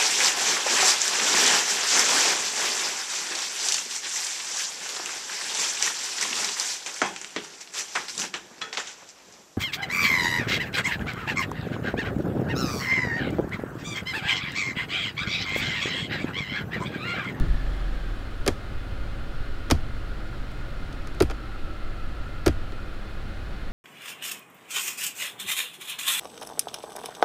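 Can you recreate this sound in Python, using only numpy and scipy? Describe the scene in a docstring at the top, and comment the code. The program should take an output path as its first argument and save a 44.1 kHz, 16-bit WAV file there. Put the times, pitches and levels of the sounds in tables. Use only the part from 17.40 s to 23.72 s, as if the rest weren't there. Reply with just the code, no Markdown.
"""In a parked car, two deep bumps and a surge of rumble open the scene as the engine sinks to idle.
The engine's speed sets its low throb, its muffled hiss and the pitch of an airy whistle.
An automatic gear lever is then pulled back two steps and, among light ticks, pushed forward two.
At each step the detent slips off one notch and lands in the next; the harder of these two contacts
rebounds, knocks the lever and booms the floor pan."""
import sys
import numpy as np
from scipy import signal
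from scipy.fft import rfft, irfft, next_fast_len
from scipy.io import wavfile

SR = 44100
rng = np.random.default_rng(int(sys.argv[2]) if len(sys.argv) > 2 else 0)


def inscribe(sig):
    """Save sig as 16-bit PCM at rate SR to the path in sys.argv[1].

    A 1-D sig is mono; a 2-D sig holds one channel per row.
    Samples are clipped to [-1, 1] before scaling.
    """
    pcm = np.round(np.clip(np.atleast_2d(sig).T, -1, 1) * 32767)
    wavfile.write(sys.argv[1], SR, pcm.astype(np.int16))


N = 278712
TIME = np.arange(N) / SR   # seconds

# Steps of the lever, two back and two forward. Each row: start in seconds, travel to the next notch in
# seconds, bite of the release in dB, bite of the landing in dB, body of the landing in dB, sparkle of the
# landing in dB above its bite, sparkle of the rebound in dB above its bite, clack in Hz, clack peak in dB,
# thud in Hz, thud peak in dB, swell of both (half the cycles they take to peak), floor boom in dB.
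LEVER_STEPS = [(1.0632, 0.014, -24.5, -11.5, -17, -6, -10, 430, -12.5, 347, -13.5, 0.46, -22),
               (2.3013, 0.009, -24, -10, -15.5, -10, 6, 920, -19.5, 268, -16, 0.85, -12),
               (3.8030, .0190, -20, -21, -20, 1, -11, 600, -30, 360, -6.5, 0.95, -16),
               (5.0615, .0168, -18, -19.5, -18, -5, 0, 626, -17.5, 352, -6.5, .95, -14)]
# Light ticks of play in the lever. Each row: start in seconds, bite in dB, body in dB above the bite,
# sparkle in dB above the bite.
LEVER_TICKS = [(3.117, -53, -10, 4), (3.5275, -40, -1, -8), (3.6722, -37, -2, -7), (3.7475, -42, -7, -7),
               (3.8990, -34, 5.5, -13), (3.9085, -36.5, 6, -5), (3.9125, -32.5, 4, -27),
               (5.321, -42, 4, -12)]
# Colour of the snap of one contact. Each row: frequency in Hz, relative level in dB.
SNAP_COLOUR = [(300, 14.5), (600, 12), (900, 1.5), (1300, 6.5), (2200, 3), (3700, -1.5), (5500, 0),
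               (7500, -4), (12000, -7), (13500, -18), (16000, -24)]
# How fast the snap dies away. Each row: frequency in Hz, time to fall by 60 dB in seconds.
SNAP_DECAY = [(300, .05), (1200, .04), (3000, .028), (8000, .021), (16000, .018)]
# Ringing tones of the plastic console. Each row: frequency in Hz, relative level in dB, longest time to
# fall by 60 dB in seconds.
CONSOLE_TONES = [(572, -7, 0.072), (680, 0.5, 0.093), (942, -14.5, 0.18), (1248, 1.5, 0.048),
                 (1398, 1, 0.041), (2130, -25, 0.073), (2057, -5.5, 0.042), (2410, -7, 0.072),
                 (3266, -3.5, 0.069), (3950, -17, 0.27), (4430, -4.5, 0.28), (4880, -1, 0.074),
                 (5400, -26, 0.055), (6200, -31, 0.055), (6700, -9, 0.029), (7400, -47, 0.15),
                 (9040, 1, 0.17), (10200, -3, 0.015), (11900, -2, 0.044)]
# Ringing of floor pan and cabin air. Each row: frequency in Hz, relative level in dB, time to fall by
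# 60 dB in seconds.
FLOOR_TONES = [(56.4, -5.5, 0.33), (82.2, 0, 0.19), (141.2, -5.5, 0.13), (232, -12, 0.18)]
# Deep bumps under the opening surge. Each row: start in seconds, frequency in Hz, peak level in dB.
DEEP_BUMPS = [(0.021, 56.7, -17.5), (.088, 42.4, -15)]
# The engine settles, and sags a little on the way forward. Each row: time in seconds, firings per second,
# rms level of the broad part of the whistle in dB (before the hum of the engine pulses it).
ENGINE_SPEED = [(0, 44.4, -51.5), (.42, 41.6, -51.5), (1.0, 35.5, -56), (1.8, 35.55, -52.5),
                (3.6, 35.1, -55.5), (4.1, 33.3, -49.5), (5.6, 34.5, -53.5), (6.32, 36.3, -55)]
# Hum of the engine. Each row: multiple of the crank's turning rate, rms level in dB before surge and waver.
CRANK_ORDERS = [(1, -37.5), (3, -43), (4, -54.5), (5, -48), (6, -50), (7, -51.5), (8, -55), (12, -57.5),
                (15, -64)]
# Colour of the engine rumble. 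Each row: frequency in Hz, relative level in dB per Hz.
RUMBLE_COLOUR = [(7.1, 5), (12, 13), (28, -1), (48, -31.5), (65, -6.5), (99, -14), (132, -15.5), (168, -22),
                 (205, -19), (242, -22.5), (303, -23), (450, -29), (580, -55), (990, -120)]
# Colour of the engine bay heard through the bulkhead. Each row: frequency in Hz, relative level in dB per Hz.
HISS_COLOUR = [(300, 2.5), (450, -2.5), (560, -1), (680, -4), (780, -5.5), (930, -9.5), (1300, -4),
               (1800, -7), (2300, -12.5), (3100, -14.5), (4300, -16), (5800, -27.5), (9000, -31.5),
               (16000, -39)]
# Resonances of engine bay and panels. Each row: frequency in Hz, width in Hz, rms level at idle in dB
# before waver.
BAY_RESONANCES = [(321, 27, -56.5), (545, 34, -58.5), (774.5, 17, -61.5), (1257, 19, -61), (1438, 7.7, -59),
                  (1690, 19, -65.5), (2096, 10, -64.5), (2508, 30, -63), (3070, 120, -65), (3474, 13, -68),
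                  (4130, 110, -69), (5480, 80, -74.5), (7090, 220, -77), (9200, 200, -84.5)]

# A contact's colour is set at three places: body, bite and sparkle.
BODY_HZ, BITE_HZ, SPARKLE_HZ = 1300, 5460, 9900
# Every release has the same body and sparkle.
RELEASE_BODY_DB, RELEASE_SPARKLE_DB = -20, -29
# The harder contact rebounds once, with more body than bite: delay, bite, body above the bite.
REBOUND_S, REBOUND_DB, REBOUND_BODY_DB = 0.0036, -25, 9
# The blow travels from the lever down to the floor: delays after the harder contact.
CLACK_LAG_S, THUD_LAG_S, BOOM_LAG_S = 0.00075, 0.00557, 0.01022
# The lever rocks back with a weaker, lower thud: delay and level after the first, share of its pitch.
ROCK_S, ROCK_DB, ROCK_PITCH = 0.02115, -12.5, 0.83
# The cabin's tail on a contact, relative to the snap.
CABIN_T60_S, CABIN_DB = 0.19, -21
BUMP_SWELL_CYCLES = 0.41   # half the cycles a bump takes to peak

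IDLE_HZ = 35.17   # firing rate at idle
# The cabin booms when the firing rate passes its resonance: centre, half width, rms level at the centre.
THROB_HZ, THROB_HALF_WIDTH_HZ, THROB_DB = 41.0, 1.25, -25
RUMBLE_DB = -32.5   # before the surge
SURGE_DB, SURGE_S = 20.5, 0.1   # height of the opening surge, and time constant of its fall in dB
HISS_DB, HISS_DB_PER_OCTAVE = -42.5, 7.5   # level at idle, growth with engine speed
WHISTLE_PER_FIRING = 40   # cycles of the whistle per firing
CUTOFF_HZ = 16000


def from_db(db):
    """Decibels to gain."""
    return 10 ** (np.asarray(db) / 20)


def rms_one(x):
    """Scale to rms 1."""
    return x / np.sqrt(np.mean(x ** 2) + 1e-20)


def in_time(rows):
    """Draw each column of a timed table as a curve with a value at every sample."""
    seconds, *columns = np.transpose(rows)
    return [np.interp(TIME, seconds, column) for column in columns]


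def at_hz(points, hz):
    """Read a table at any frequency, on a log-frequency axis."""
    freqs, values = np.transpose(points)
    return np.interp(np.log(hz + 1e-9), np.log(freqs), values)


def drift(rate_hz):
    """Slow random wandering of rms 1, made at a 40th of the sample rate by smoothing noise."""
    step, warm_up = 40, 2000
    r = np.exp(-2 * np.pi * step * rate_hz / SR)
    raw = rng.standard_normal(N // step + warm_up + 2)
    slow = signal.lfilter([1], [1, -2 * r, r * r], raw)[warm_up:]
    return np.interp(np.arange(N) / step, np.arange(len(slow)), rms_one(slow))


def noise(colour):
    """Steady noise of a given colour, rms 1."""
    size = next_fast_len(N)
    hz = np.arange(size // 2 + 1) * SR / size
    spectrum = rfft(rng.standard_normal(size)) * from_db(at_hz(colour, hz))
    return rms_one(irfft(spectrum, size)[:N])


def narrow_noise(hz, width_hz):
    """A blurred tone round a centre that may move, rms about 1."""
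    phase = 2 * np.pi * np.cumsum(hz * np.ones(N)) / SR
    return drift(width_hz) * np.cos(phase) + drift(width_hz) * np.sin(phase)


def decay(t, t60):
    """Falls by 60 dB in t60 seconds."""
    return np.exp(-np.log(1000) * t / t60)


def add(out, s, sound):
    """Mix a sound in at time s."""
    start = round(s * SR)
    out[start:start + len(sound)] += sound[:N - start]


def shifts(bands):
    """The detent releases and lands; the harder contact rebounds, clacks, thuds and booms the floor."""
    out = np.zeros(N)
    for (s, travel_s, release_db, landing_db, landing_body_db, landing_sparkle_db, rebound_sparkle_db,
         clack_hz, clack_db, thud_hz, thud_db, swell, boom_db) in LEVER_STEPS:
        landing_s = s + travel_s
        release = contact(bands, RELEASE_BODY_DB, release_db, RELEASE_SPARKLE_DB)
        landing = contact(bands, landing_body_db, landing_db, landing_db + landing_sparkle_db)
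        rebound = contact(bands, REBOUND_DB + REBOUND_BODY_DB, REBOUND_DB, REBOUND_DB + rebound_sparkle_db)
        add(out, s, release)
        add(out, landing_s, landing)
        # the contact with the stronger bite sets off the rest
        blow_s = landing_s if landing_db > release_db else s
        thud_s = blow_s + THUD_LAG_S
        add(out, blow_s + REBOUND_S, rebound)
        add(out, blow_s + CLACK_LAG_S, knock(clack_hz, clack_db, swell))
        add(out, thud_s, knock(thud_hz, thud_db, swell))
        add(out, thud_s + ROCK_S, knock(ROCK_PITCH * thud_hz, thud_db + ROCK_DB, swell))
        add(out, blow_s + BOOM_LAG_S, boom(boom_db))
    return out


def ticks(bands):
    """The lever ticks lightly as the hand takes up its play."""
    out = np.zeros(N)
    for s, bite_db, body_db, sparkle_db in LEVER_TICKS:
        add(out, s, contact(bands, bite_db + body_db, bite_db, bite_db + sparkle_db))
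    return out


def contact(bands, body_db, bite_db, sparkle_db, rise_s=0.00025, ring_db=-14, snap_db=-1,
            crack_db=5, crack_hz=3000, ring_cycles=230):
    """A hard contact cracks, shakes the dense modes of the linkage, rings the console and dies in the cabin."""
    t = TIME[:SR // 5]
    impulse = np.sqrt(SR / 1000) * (np.arange(len(t)) == SR // 2000)   # one click after half a millisecond
    colour = [(BODY_HZ, body_db), (BITE_HZ, bite_db), (SPARKLE_HZ, sparkle_db)]
    sound = np.zeros(len(t))
    for k, (band_filter, hz) in enumerate(bands):
        # the crack favours the treble; its sign alternates so that neighbouring bands start in step
        crack = (-1) ** k * from_db(crack_db) * hz / (hz + crack_hz) * impulse
        tail = from_db(CABIN_DB) * decay(t, CABIN_T60_S)
        envelope = decay(t, at_hz(SNAP_DECAY, hz)) + tail
        grain = envelope * (1 - np.exp(-t / rise_s)) * rng.choice([-1, 1], len(t))
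        gain = from_db(snap_db + at_hz(SNAP_COLOUR, hz) + at_hz(colour, hz))
        sound += gain * signal.sosfilt(band_filter, crack + grain)
    for hz, db, t60 in CONSOLE_TONES:
        level_db = ring_db + db + at_hz(colour, hz) + rng.normal(0, 1)
        strength = rng.choice([-1, 1]) * from_db(level_db)
        held_t60 = min(t60, ring_cycles / hz)   # the grip damps the highest modes
        sound += strength * decay(t, held_t60) * np.sin(2 * np.pi * hz * t)
    return sound


def band_bank():
    """Filters that each pass about a third of an octave, with their centres in Hz."""
    edges = np.geomspace(250, 17000, 19)
    bands = []
    for low, high in zip(edges, edges[1:]):
        band_filter = signal.butter(2, (low, high), "band", fs=SR, output="sos")
        bands.append((band_filter, np.sqrt(low * high)))
    return bands


def knock(hz, peak_db, swell_cycles):
    """A cushioned blow is a low tone that swells and dies within a few cycles."""
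    cycles = hz * TIME[:SR // 6]
    age = cycles / (2 * swell_cycles)   # 1 at the peak
    envelope = (age * np.exp(1 - age)) ** 3
    return from_db(peak_db) * envelope * np.sin(2 * np.pi * cycles)


def boom(level_db, rise_s=0.0022):
    """The floor pan rings under the console in a few low, fading tones."""
    t = TIME[:SR // 2]
    pan = sum(from_db(db) * decay(t, t60) * np.sin(2 * np.pi * hz * t) for hz, db, t60 in FLOOR_TONES)
    return -from_db(level_db) * (1 - np.exp(-t / rise_s)) * pan


def bumps():
    """Soft, deep bumps in the cabin."""
    out = np.zeros(N)
    for s, hz, db in DEEP_BUMPS:
        add(out, s, knock(hz, db, BUMP_SWELL_CYCLES))
    return out


def engine(waver_db=3.5, pulsing=0.021, lumpy_db=2.5, shake=0.21, bay_waver_db=1.5):
    """Crank hum and rumble come through the body; rumble, hiss and whistle swell at each firing."""
    firing_hz, whistle_db = in_time(ENGINE_SPEED)
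    crank = np.pi * np.cumsum(firing_hz * (1 + 0.0089 * drift(5.9))) / SR   # two firings a turn
    firing = np.cos(2 * crank)

    hum = np.zeros(N)
    for order, db in CRANK_ORDERS:
        level = from_db(db + waver_db * drift(1.97))
        hum += np.sqrt(2) * level * np.sin(order * crank + 2 * np.pi * rng.random())

    resonance = 1 / np.hypot(1, (firing_hz - THROB_HZ) / THROB_HALF_WIDTH_HZ)
    throb = np.sqrt(2) * resonance * from_db(THROB_DB + 1.7 * drift(11)) * np.sin(2 * crank)

    uneven = from_db(lumpy_db * drift(31)) * (1 + shake * firing)   # firings vary in strength
    rumble = from_db(RUMBLE_DB) * rms_one(uneven * noise(RUMBLE_COLOUR))
    surge = from_db(SURGE_DB * np.exp(-TIME / SURGE_S))

    hiss = from_db(HISS_DB) * noise(HISS_COLOUR)
    for hz, width_hz, db in BAY_RESONANCES:
        hiss += from_db(db + bay_waver_db * drift(0.5)) * narrow_noise(hz, width_hz)
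    hiss_growth = from_db(HISS_DB_PER_OCTAVE * np.log2(firing_hz / IDLE_HZ))
    airy = hiss_growth * hiss + intake(firing_hz, whistle_db)
    return throb + surge * (hum + rumble) + airy * (1 + pulsing * firing)


def intake(firing_hz, level_db, width_hz=76, core_width_hz=16, core_db=-7.5, overtone_db=-11):
    """A breathy whistle with a narrow core and a faint octave; its pitch follows the engine speed."""
    hz = WHISTLE_PER_FIRING * firing_hz
    breath = narrow_noise(hz, width_hz)
    core = from_db(core_db) * narrow_noise(hz, core_width_hz)
    octave = from_db(overtone_db) * narrow_noise(2 * hz, 2 * width_hz)
    return from_db(level_db) * (breath + core + octave)


def scene():
    """The lever is close; the engine is behind the bulkhead."""
    bands = band_bank()
    return (shifts(bands) + ticks(bands) + bumps() + engine())[None]


def record(dry):
    """The top of the treble is cut steeply."""
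    low_pass = signal.ellip(10, 0.1, 80, CUTOFF_HZ, fs=SR, output="sos")
    return signal.sosfilt(low_pass, dry)


dry = scene()
out = record(dry)
inscribe(out)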